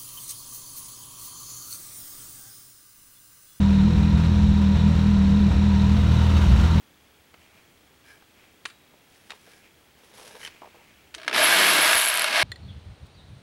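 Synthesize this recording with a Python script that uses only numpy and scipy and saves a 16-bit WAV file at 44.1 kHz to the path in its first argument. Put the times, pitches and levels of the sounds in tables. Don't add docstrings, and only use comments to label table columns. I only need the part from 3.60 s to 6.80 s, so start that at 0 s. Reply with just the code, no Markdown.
import sys
import numpy as np
from scipy import signal
from scipy.fft import rfft, irfft
from scipy.io import wavfile
from scipy.ndimage import uniform_filter1d

SR = 44100
rng = np.random.default_rng(int(sys.argv[2]) if len(sys.argv) > 2 else 0)


def wav_record(signal):
    frames = np.transpose(np.atleast_2d(signal))
    bounded = np.clip(frames, -1, 1)
    quanta = np.round(bounded * 32767).astype(np.int16)
    wavfile.write(sys.argv[1], SR, quanta)


N = 141120


def undb(db):
    return 10 ** (np.asarray(db) / 20)


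def level(x, db):
    return x * undb(db) / np.sqrt(np.mean(x ** 2))


def curve(table, column=1):
    rows = np.array(table, float)
    return np.interp(np.arange(N) / SR, rows[:, 0], rows[:, column])


def drift(rate_hz):
    hold = int(SR / rate_hz)
    steps = np.repeat(rng.standard_normal(N // hold + 1), hold)
    return 1.07 * uniform_filter1d(uniform_filter1d(steps, hold), hold)[:N]


def resonate(x, hz, width_hz):
    b, a = signal.iirpeak(hz, hz / width_hz, fs=SR)
    return signal.lfilter(b, a, signal.lfilter(b, a, x))


def colour(x, spectrum):
    hz, db = np.array(spectrum, float).T
    bins_hz = np.maximum(np.fft.rfftfreq(N, 1 / SR), 1)
    gain = undb(np.interp(np.log(bins_hz), np.log(hz), db))
    low_cut = np.minimum(bins_hz / hz[0], 1) ** 2
    return irfft(rfft(x) * gain * low_cut, N)


def burst(decay_s):
    envelope = np.exp(-np.arange(N) / SR / decay_s)
    return level(rng.standard_normal(N) * envelope, 0) / np.sqrt(N)


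def pulses(cycles, place, sizes, jitter_s=0.0002):
    at = np.interp(np.arange(len(sizes)) + place, cycles, np.arange(N), right=2 * N)
    at = (at + jitter_s * SR * rng.standard_normal(len(sizes))).astype(int)
    heard = (at >= 0) & (at < N)
    return np.bincount(at[heard], sizes[heard], N)


# time in seconds, levels of the 2nd, 3rd and 4th in dB before trim.
LOW_HARMONICS = [(0.06, -20, -31, -27), (0.08, -22, -31, -35), (0.19, -23, -46, -27), (0.28, -24, -24, -27),
                 (0.31, -22, -29, -24), (0.66, -21, -28, -21), (0.74, -19, -26, -33), (0.9, -20, -32, -23),
                 (1.04, -23, -31, -32), (1.26, -20, -28, -21), (1.55, -22, -29, -30), (1.66, -22, -47, -30),
                 (1.72, -22, -29, -26), (1.83, -22, -36, -34), (1.88, -23, -24, -24), (1.96, -21, -30, -33),
                 (2.59, -18, -23, -27), (2.78, -17, -29, -36), (2.85, -18, -29, -28), (2.9, -25, -25, -34),
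                 (3.0, -19, -31, -24), (3.17, -18, -25, -25)]
# time in seconds, dB before trim.
FIFTH_HARMONIC = [(0.03, -18), (0.26, -16), (0.34, -31.5), (0.36, -21), (0.6, -23.5), (0.62, -31.5),
                  (0.72, -22.5), (1.12, -17.5), (1.18, -30), (1.27, -16), (1.34, -27.5), (1.48, -18),
                  (1.87, -17), (1.92, -28.5), (2.04, -19), (2.36, -21), (2.41, -26.5), (3.03, -26),
                  (3.07, -35), (3.17, -24)]
# multiple of the firing rate, mean level in dB.
WEAK_HARMONICS = [(1, -34), (6, -49), (7, -43.5), (8, -47), (9, -57.5), (11, -57), (12, -48.5), (14, -54.5),
                  (17, -53.5)]
def muffler_drone(firings, low_trim_db=-0.05, fifth_trim_db=0.04):
    def harmonic(k):
        lag_rad = 0.0888 * k ** 2
        slip_rad = 0.72 * min(k / 4, 2) * drift(rate_hz=14)
        return np.sqrt(2) * np.cos(2 * np.pi * k * firings - lag_rad + slip_rad)

    out = sum(undb(curve(LOW_HARMONICS, k - 1) + low_trim_db) * harmonic(k) for k in (2, 3, 4))
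    out += undb(curve(FIFTH_HARMONIC) + fifth_trim_db) * harmonic(5)
    for k, db in WEAK_HARMONICS:
        waver_db = 4 * min(k / 6, 1) * drift(rate_hz=25)
        out += undb(db + waver_db) * harmonic(k)
    return out


# frequency in Hz, width in Hz, relative level in dB.
PIPE_MODES = [(66.3, 20, 4.5), (115.7, 41, -2), (158.7, 26, -3), (198.2, 72, -4), (250, 36, -9),
              (344, 19, -12.5)]
def pipe_rumble(firings, facing, facing_rise_db=3.5):
    out = 0
    for hz, width_hz, db in PIPE_MODES:
        puffs = pulses(firings, 0, rng.uniform(-1, 1, size=160))
        out += level(resonate(puffs, hz, width_hz), db)
    return level(out, -28.5) * undb(facing_rise_db * facing)


# start in seconds, base level in dB, base swell time in seconds.
STUMBLE_EVENTS = [(0.321, -18.5, 0.058), (0.496, -21, .04), (.79, -21.5, 0.06), (1.132, -22, 0.026),
                  (1.549, -36, 0.02), (1.893, -17, 0.054), (2.498, -31, 0.048), (2.741, -17.5, 0.062),
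                  (2.851, -12, 0.078)]
# frequency in Hz, share of the swell time, level offset in dB.
BOOM_MODES = [(63.7, 0.98, 1.5), (107.8, 0.52, -11), (135, 0.89, -17), (180, 0.39, -7.5)]
def stumble_booms():
    out = np.zeros(N)
    for start_s, db, swell_s in STUMBLE_EVENTS:
        age_s = np.maximum(np.arange(N) / SR - start_s, 0)
        for hz, share, mode_db in BOOM_MODES:
            stage = age_s / (swell_s * share)
            envelope = (stage * np.exp(1 - stage)) ** 2
            out += undb(db + mode_db) * envelope * np.sin(2 * np.pi * hz * age_s)
    return out


# place in the cycle from 0 to 1, relative level in dB.
TICK_PATTERN = [(.07, -3.5), (.2, 0), (.38, -6), (.55, -2), (.71, 1.5), (.79, -9), (.9, -4)]
def valve_ticks(firings, scatter_db=3.5, room_db=5.5, room_t60_s=0.32):
    out = 0
    for place, db in TICK_PATTERN:
        ring = burst(decay_s=0.0053) + undb(room_db) * burst(room_t60_s / np.log(1000))
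        sizes = undb(db + scatter_db * rng.standard_normal(size=60))
        hits = pulses(firings / 3, place, sizes)
        out += irfft(rfft(hits) * rfft(ring), N)
    return out


# frequency in Hz, relative gain in dB.
BESIDE_SPECTRUM = [(150, -25.5), (300, 1), (385, 1), (460, 3.5), (550, -1), (620, -1), (760, -2),
                   (1120, -5), (1400, -2), (2150, -7.5), (2800, -6.5), (3300, -10), (4100, -9.5),
                   (4850, -18), (5600, -12.5), (6400, -19), (7500, -21), (9500, -28.5), (10300, -33.5),
                   (12800, -36), (15000, -36.5)]
# frequency in Hz, relative gain in dB.
FACING_SPECTRUM = [(150, 9), (290, 1), (390, 1.5), (490, 0.5), (620, -1), (750, -1), (1100, -3),
                   (1400, 0.5), (1750, -6.5), (2050, -5.5), (2300, -9.5), (2900, -5), (3400, -10),
                   (4000, -8.5), (4850, -16.5), (5700, -14.5), (7500, -22), (9500, -27), (10400, -30.5),
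                   (15000, -34)]
def clatter(firings, facing, wash_depth=0.12):
    ticks = valve_ticks(firings)
    wash = rng.standard_normal(N) * np.exp(wash_depth * np.sin(2 * np.pi * firings))
    direct = level(ticks, -4.5) + level(wash, -2.5)
    reflected = undb(-12) * irfft(rfft(direct) * rfft(burst(decay_s=0.042)), N)
    side = level(colour(direct + reflected, BESIDE_SPECTRUM), -38)
    front = level(colour(direct + reflected, FACING_SPECTRUM), -31)
    return (1 - facing) * side + facing * front


# frequency in Hz, width in Hz, base level in dB,
# place in the firing from 0 to 1, throb depth in nepers.
CASING_MODES = [(953, 116, -45, 0.23, 0.27), (1430, 140, -63, .6, 0.36), (1862, 40, -59.5, 0.7, 0.32),
                (2435, 60, -57.5, .7, .5), (3480, 38, -60, 0.5, 0.22), (3574, 55, -61, 0.1, 0.72),
                (3786, 42, -54, 0.3, 1), (4000, 220, -60, 0.5, 0.96), (3970, 620, -52, 0.39, 0.73)]
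# time in seconds, gain in dB.
CASING_GAIN = [(0, 2), (.95, 1), (1.18, 2), (1.35, 2), (1.7, 0.5), (2.0, 2.5), (2.23, 5), (2.4, -1),
               (2.67, 5.5), (2.88, -3), (3.2, 6)]
def casing_rings(firings, cylinder_depth=0.04):
    imbalance = -cylinder_depth * np.sin(2 * np.pi * firings / 3)
    out = 0
    for hz, width_hz, db, place, depth in CASING_MODES:
        throb = np.exp(depth * np.cos(2 * np.pi * (firings - place)) + imbalance)
        out += level(resonate(throb * rng.standard_normal(N), hz, width_hz), db)
    return out * undb(curve(CASING_GAIN))


# time in seconds, firings per second.
FIRING_RATE = [(0.0, 39.5), (0.17, 39.5), (0.29, 40.7), (0.77, 41.1), (1.09, 39.5), (1.16, 40.5),
               (1.34, 40.5), (1.4, 40.2), (1.52, 40.1), (1.6, 39.5), (1.91, 40.2), (1.97, 39.5),
               (2.04, 39.9), (2.28, 39.8), (2.37, 40.2), (2.58, 40.2), (2.75, 40.0), (3.01, 41.1),
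               (3.14, 40.8), (3.2, 40.1)]
# time in seconds, share facing the engine from 0 to 1.
MIC_SWING = [(0, 0), (1.95, 0), (2.15, 0.13), (2.35, 0.34), (2.55, 0.69), (2.95, 1), (3.2, 0.77)]
def scene():
    firings = np.cumsum(curve(FIRING_RATE)) / SR
    facing = curve(MIC_SWING)
    exhaust = muffler_drone(firings) + pipe_rumble(firings, facing) + stumble_booms()
    return (exhaust + clatter(firings, facing) + casing_rings(firings))[None]


def record(dry):
    fade_s, cutoff_hz = 0.004, 15700
    fade = np.minimum(np.arange(N) / SR / fade_s, 1)
    low_pass = signal.ellip(10, 0.2, 80, cutoff_hz, fs=SR, output="sos")
    return signal.sosfilt(low_pass, dry * fade)


dry = scene()
out = record(dry)
wav_record(out)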